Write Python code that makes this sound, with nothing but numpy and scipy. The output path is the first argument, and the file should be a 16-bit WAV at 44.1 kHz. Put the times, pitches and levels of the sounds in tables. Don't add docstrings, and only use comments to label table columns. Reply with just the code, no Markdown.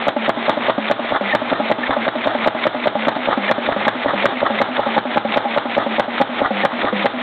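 import sys
import numpy as np
from scipy import signal
from scipy.fft import rfft, irfft, next_fast_len
from scipy.io import wavfile

SR = 44100
rng = np.random.default_rng(int(sys.argv[2]) if len(sys.argv) > 2 else 0)


def wav_out(sig):
    wavfile.write(sys.argv[1], SR, np.round(np.clip(np.atleast_2d(sig).T, -1, 1) * 32767).astype(np.int16))


N = 318402
TIME = np.arange(N) / SR
STRIKE_TIME = np.arange(SR // 4) / SR

# [knock t/s, relative knock level/dB, relative thump level/dB, air drawn after thump (0-1)]
CYCLES = [(-.12, 0, -9, 0.36), (.082, -11, -13.5, 0.58), (.2925, -10.5, -19.5, 0.4),
          (.494, -9.5, -15, 0.28), (0.6964, -10, -13.5, 0.7), (.912, -11, -17.5, 0.36),
          (1.122, -13.5, -15, 1), (1.349, -11.5, -17, 0.19), (1.526, -11.5, -13, .5),
          (1.7138, -10.5, -21, .15), (1.894, -17.5, -12.5, 0.49), (2.0792, -12, -16.5, 0.32),
          (2.2717, -11.5, -14, 0.49), (2.4735, -9.5, -19.5, 0.26), (2.667, -10, -15.5, 0.2),
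          (2.871, -10.5, -13, 0.61), (3.082, -10, -15.5, 0.07), (3.286, -11, -12.5, 0.98),
          (3.512, -10, -17, .25), (3.689, -12, -14.5, 0.86), (3.88, -10.5, -22, 0.14),
          (4.059, -13, -14, 0.99), (4.2555, -10, -22, 0.04), (4.429, -11, -14.5, 0.74),
          (4.615, -11, -23.5, 0.06), (4.793, -13, -14.5, 0.5), (4.978, -11, -18.5, 0.2),
          (5.172, -12, -14.5, .6), (5.372, -11.5, -18, .45), (5.575, -12, -18.5, .35),
          (5.779, -10.5, -15, 0.62), (5.996, -11.5, -20, .3), (6.212, -10, -27, 0.2), (6.416, -12, -15, 1),
          (6.65, -11.5, -27.5, .25), (6.844, -15, -14.5, 1.), (7.0572, -11.5, -26, 0.16)]
# [pop t/s, relative chuff level/dB, relative pop level/dB]
FIRINGS = [(1.161, -23.5, -13), (1.56, -29, -26.5), (1.907, -23.5, -9), (2.305, -29.5, -30),
           (3.328, -24.5, -10), (3.722, -26, -11), (4.095, -23, -17.5), (4.464, -28, -9.5),
           (4.832, -31.5, -18), (5.82, -26.5, -21), (6.459, -23, -11), (6.881, -23.5, -20)]
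# [t/s, f/Hz, relative level/dB]
CHIRPS = [(1.329, 1820, -14), (1.838, 1778, -17.5), (3.492, 1788, -15.5), (4.594, 2080, -19.5),
          (6.635, 1810, -18.5)]
# [f/Hz, t60/s, relative level/dB]
BODY_MODES = [(263.6, 0.42, -10.5), (273.1, 0.15, -2), (414, 0.024, -26), (487, 0.026, -10.5),
              (607.5, 0.077, 9), (702.5, 0.067, -2.5), (844.8, 0.097, -1), (880, 0.0033, -17)]
# [f/Hz, t60/s, relative level/dB]
IRON_MODES = [(1020, 0.075, -12.5), (1174, 0.03, 15), (1270, 0.088, -9), (1680, .02, -32),
              (1912, 0.056, -13.5), (2060, 0.008, -6.5), (3860, 0.012, -7.5)]
# [f/Hz, relative level/dB]
CRACK_SPECTRUM = [(60, -38.5), (200, -7.5), (500, -2.5), (1100, 5), (1900, 2), (2700, -10), (3600, -4.5),
                  (4500, -2)]
# [f/Hz, relative level/dB]
HISS_SPECTRUM = [(60, -39.5), (150, -29.5), (300, -6), (450, -1.5), (600, 3.5), (1000, -2), (1550, -4),
                 (2000, 3), (2350, 1), (2800, -5), (3600, -6), (4500, -8)]
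# [f/Hz, relative level/dB]
RASP_SPECTRUM = [(300, -11.5), (1200, 6.5), (2100, 5), (2700, -3.5), (3150, -1.5), (3650, 5.5),
                 (4500, -5.5)]
# [f/Hz, relative level/dB]
CHUFF_SPECTRUM = [(50, -38), (110, -19.5), (220, -18.5), (300, -10.5), (450, -7), (750, 3.5), (1000, -3),
                  (1250, 5.5), (1550, -7), (1850, -2.5), (2600, -31), (3500, -12), (4500, -17.5)]
# [f/Hz, relative level/dB]
WHIRR_SPECTRUM = [(25, -37.5), (70, -23), (115, -9), (160, -13.5), (290, 0.5), (450, -2.5), (600, -2),
                  (830, 3.5), (1000, -1.5), (1250, 0.5), (1900, -7), (2650, -14.5), (3600, -7.5),
                  (4500, -15)]
# [t/s, relative flywheel level/dB, relative drone level/dB]
FACING = [(0, -6.5, -0.5), (2.2, -6.5, 1.5), (3.9, -20.5, -1.5), (4.8, 2.5, 1.5), (5.9, 0.5, -0.5),
          (7.2, -1.5, 4)]
# [t/s, f/Hz]
CASE_PITCH = [(0, 598), (3, 594), (5, 570), (6, 578), (6.7, 548)]

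CASE_REFERENCE_HZ = 595
LAST_CYCLE_S = .2
THUMP_SHARE, RASP_SHARE = .39, .14
CUSHION_POP_DB = -13
DRONE_HZ, DRONE_DROP_HZ = 252.9, 51.38
SLAP_LEAD_S, SLAP_SCATTER_S = .0138, .0007
SHOP_T60_S, SHOP_DB = .33, -14
BAND_HZ, STOP_HZ, TOP_HZ = 3756, 4340, 15900
CLIP = .71


def undb(db):
    return 10 ** (np.asarray(db) / 20)


def fade(t, t60):
    return np.exp(-np.log(1000) * t / t60)


def add(out, s, sound):
    i = int(round(s * SR))
    a, b = max(i, 0), min(i + len(sound), N)
    if b > a:
        out[a:b] += sound[a - i:b - i]


def noise(colour, size=N):
    hz, db = np.transpose(colour)
    n = next_fast_len(size)
    f = np.maximum(np.fft.rfftfreq(n, 1 / SR), 1)
    gain = undb(np.interp(np.log(f), np.log(hz), db))
    shaped = irfft(rfft(rng.standard_normal(n)) * gain, n)[:size]
    return shaped / shaped.std()


def flutter(rate):
    knots = rng.standard_normal(int(N / SR * rate) + 2)
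    return np.interp(TIME * rate, np.arange(len(knots)), knots) * np.sqrt(3 / 2)


def cycles():
    s, knock, thump, draw = np.transpose(CYCLES)
    draw = np.clip(draw, 0, 1)
    burns = {last_knock(pop_s): min(undb(pop - CUSHION_POP_DB), 1) for pop_s, _, pop in FIRINGS}
    length = np.diff(s, append=s[-1] + LAST_CYCLE_S)
    burn = [burns.get(t, 0) for t in s]
    return list(zip(s, length, knock, thump, draw, np.roll(draw, 1), burn))


def last_knock(s):
    return max(row[0] for row in CYCLES if row[0] < s)


def workshop(x):
    tail = rng.standard_normal(len(STRIKE_TIME)) * fade(STRIKE_TIME, SHOP_T60_S) * (STRIKE_TIME > .005)
    tail /= np.sqrt(np.sum(tail ** 2))
    return x + undb(SHOP_DB) * signal.fftconvolve(x, tail)[:N]


def whirr(whirr_db=-25.5, grain_db=1.0, swell_db=2.5, rise_db=0.5, rise_share=0.15, rise_width=0.16):
    knock_times = [row[0] for row in CYCLES]
    knock_times.append(knock_times[-1] + LAST_CYCLE_S)
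    cycle_phase = np.interp(TIME, knock_times, np.arange(len(knock_times))) % 1
    rise = rise_db * np.exp(-((cycle_phase - rise_share) / rise_width) ** 2)
    level_db = whirr_db + rise + grain_db * flutter(300) + swell_db * flutter(25)
    return noise(WHIRR_SPECTRUM) * undb(level_db)


def skids(thud_db=-32.5, thud_hz=115.0, thud_t60=0.22, jolt_db=-44.0, jolt_s=0.0013):
    out = np.zeros(N)
    tone = np.sin(2 * np.pi * thud_hz * STRIKE_TIME)
    boom = undb(thud_db) * tone * fade(STRIKE_TIME, thud_t60)
    jolt = undb(jolt_db) * np.exp(-STRIKE_TIME / jolt_s)
    for s, *_ in CYCLES:
        add(out, s, -boom - jolt)
    return out


def resonance(hz, rough):
    flow = 1 + rough * (flutter(80) + 1j * flutter(80))
    carrier = np.exp(2j * np.pi * np.cumsum(hz) / SR)
    return np.real(flow * carrier) / np.sqrt(1 / 2 + rough ** 2)


def air(early_db=-25.5, early_draw_db=-1.5, late_db=-27.5, late_draw_db=-5.5, upper_db=-9.0,
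        upper_ratio=2.55, hiss_db=-26.5, hiss_draw_db=5.0, sag=.06, grain_db=2.5):
    drone_gain, hiss_gain, rough = np.zeros((3, N))
    hz = np.full(N, DRONE_HZ, float)
    for s, length, _, _, draw, _, _ in cycles():
        start, end = s + THUMP_SHARE * length, s + length
        live = (TIME >= start) & (TIME < end)
        u = (TIME[live] - start) / (end - start)
        hz[live] = (DRONE_HZ - DRONE_DROP_HZ * draw) * (.99 + sag * (2 * u - 1) ** 2)
        rough[live] = .1 + (.8 - .6 * draw) * u ** 2
        early, late = early_db + early_draw_db * draw, late_db + late_draw_db * draw
        drone_levels = undb([-60, early, early - .5, late, late - 1.5, -60])
        drone_gain[live] = np.interp(u, [0, .03, .28, .55, .9, 1], drone_levels)
        swell = np.interp(u, [0, .2, .45, .75, .88, 1], [-10.5, -4, 2.5, 3.5, 0.5, -16.0])
        hiss_gain[live] = undb(hiss_draw_db * draw + swell)
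    drone = resonance(hz, rough) + undb(upper_db) * resonance(upper_ratio * hz, 2 * rough)
    hiss = noise(HISS_SPECTRUM) * hiss_gain * undb(hiss_db + grain_db * flutter(450))
    drone *= 1 - np.clip(.5 * rough * (1 + flutter(30)), 0, .9)
    times, _, near_db = np.transpose(FACING)
    return undb(np.interp(TIME, times, near_db)) * drone_gain * drone + hiss


def scrapes(rasp_db=-16.0, rasp_s=0.005, scatter_db=1.5, chirp_db=1.5, chirp_s=0.0046):
    peaks = [s + (1 - RASP_SHARE) * length for s, length, *_ in cycles()]
    sizes = undb(rasp_db + scatter_db * rng.standard_normal(len(peaks)))
    envelope = sum(size * np.exp(-np.abs(TIME - s) / rasp_s) for s, size in zip(peaks, sizes))
    out = envelope * noise(RASP_SPECTRUM)
    wobble = 0.12 * flutter(770)
    for s, hz, db in CHIRPS:
        pulse = np.exp(-((TIME - s) / chirp_s) ** 2)
        tone = np.sqrt(2) * np.sin(2 * np.pi * hz * TIME + wobble)
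        out += undb(db + chirp_db) * pulse * tone
    return out


def attack_level(y):
    return y / np.sqrt(np.mean(y[:SR * 9 // 1000] ** 2))


def exhaust(chuff_db=9.0, pop_db=-5.0, boom_db=9.5, boom_hz=276.0, boom_t60=0.13, grain_db=2.0):
    out, gas = np.zeros((2, N))
    rush = np.interp(STRIKE_TIME, [.012, .022, .038, .05, .066], [0.16, 0.53, 1.0, 0.54, 0])
    onset = 1 - np.exp(-STRIKE_TIME / 0.0005)
    boom = np.cos(2 * np.pi * boom_hz * STRIKE_TIME) * fade(STRIKE_TIME, boom_t60) * onset
    for pop_s, db, pop_level_db in FIRINGS:
        s = last_knock(pop_s)
        add(out, s, undb(db + boom_db) * boom)
        add(gas, s, undb(db + chuff_db) * rush * noise(CHUFF_SPECTRUM, size=len(STRIKE_TIME)))
        pop = attack_level(noise(CHUFF_SPECTRUM, size=len(STRIKE_TIME)) * fade(STRIKE_TIME, 0.043))
        add(out, pop_s, undb(pop_level_db + pop_db) * pop)
    return out + gas * undb(grain_db * flutter(250))


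def flywheel(blows, wheel_hz=815.4, width_hz=59.0, wheel_db=3.0):
    b, a = signal.iirpeak(wheel_hz, wheel_hz / width_hz, fs=SR)
    s, db, _ = np.transpose(FACING)
    return undb(wheel_db + np.interp(TIME, s, db)) * signal.lfilter(b, a, blows)


def case_hz(s):
    return np.interp(s, *np.transpose(CASE_PITCH))


def ring(modes, stretch, detune, scatter_db):
    hz, t60, db = np.transpose(modes)[:, :, None]
    shift, size = rng.standard_normal((2, len(modes), 1))
    gain = undb(db + scatter_db * size)
    mode_hz = hz * stretch * (1 + detune * shift)
    return np.sum(gain * fade(STRIKE_TIME, t60) * np.cos(2 * np.pi * mode_hz * STRIKE_TIME), 0)


def blow(ring_hz, bright_db, contact_s, damp_s, crack_db, crack_t60):
    push = 1 - np.exp(-STRIKE_TIME / contact_s)
    damping = np.exp(-(STRIKE_TIME / damp_s) ** 2)
    case_modes = ring(BODY_MODES, ring_hz / CASE_REFERENCE_HZ, detune=.012, scatter_db=2.5)
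    body = attack_level(case_modes * push * damping)
    iron = attack_level(ring(IRON_MODES, 0.98, detune=0.03, scatter_db=3) * push * damping)
    rattle = noise(CRACK_SPECTRUM, size=len(STRIKE_TIME))
    crack = attack_level(rattle * push * fade(STRIKE_TIME, crack_t60))
    return body + undb(bright_db) * (undb(-10.5) * iron + undb(crack_db) * crack)


def thumps(thump_db=-1.07, bright_db=-6.0, lead_s=.002):
    out = np.zeros(N)
    for s, length, _, db, draw, _, _ in cycles():
        ring_hz = case_hz(s) * (1.025 - .075 * draw)
        thump = blow(ring_hz, bright_db, contact_s=.0015, damp_s=.028, crack_db=-1.0, crack_t60=.05)
        add(out, s + THUMP_SHARE * length - lead_s, undb(db + thump_db) * thump)
    return out


def slaps(slap_db=-3.0, cushion_db=-4.5, bright_db=-2.5, charge_bright_db=-5.0):
    out = np.zeros(N)
    for s, _, db, _, _, charge, burn in cycles():
        bright = bright_db + charge_bright_db * charge
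        slap = blow(.99 * case_hz(s), bright, contact_s=.0008, damp_s=.028, crack_db=-3.5, crack_t60=.03)
        lead = SLAP_LEAD_S + SLAP_SCATTER_S * rng.standard_normal()
        add(out, s - lead, undb(db + slap_db + cushion_db * burn) * slap)
    return out


def knocks(knock_db=0.0, bright_db=-4.0, charge_bright_db=8.0, cushion_bright_db=-20.5, lead_s=.0009,
           rebound_s=.007, rebound_db=-13.5, cushion_rebound_db=-11.0):
    out = np.zeros(N)
    for s, _, db, _, _, charge, burn in cycles():
        bright = bright_db + charge_bright_db * charge + cushion_bright_db * burn
        knock = blow(case_hz(s), bright, contact_s=.0011, damp_s=.007, crack_db=-1.5, crack_t60=.035)
        add(out, s - lead_s, undb(db + knock_db) * knock)
        rebound = attack_level(noise(CRACK_SPECTRUM, size=len(STRIKE_TIME)) * fade(STRIKE_TIME, 0.03))
        add(out, s + rebound_s, undb(rebound_db + cushion_rebound_db * burn) * rebound)
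    return out


def running_gear(radiate_hz=163.0):
    radiation = signal.butter(2, radiate_hz, "high", fs=SR, output="sos")
    return signal.sosfilt(radiation, slaps() + knocks() + thumps())


def scene():
    blows = running_gear()
    engine = blows + flywheel(blows) + skids() + air() + scrapes() + exhaust() + whirr()
    return workshop(engine)[None]


def record(dry):
    band = signal.butter(14, BAND_HZ, fs=SR, output="sos")
    stop = signal.ellip(8, .3, 60, STOP_HZ, fs=SR, output="sos")
    top = signal.ellip(8, .2, 70, TOP_HZ, fs=SR, output="sos")
    narrow = signal.sosfilt(stop, signal.sosfilt(band, dry))
    return signal.sosfilt(top, np.clip(narrow, -CLIP, CLIP))


dry = scene()
out = record(dry)
wav_out(out)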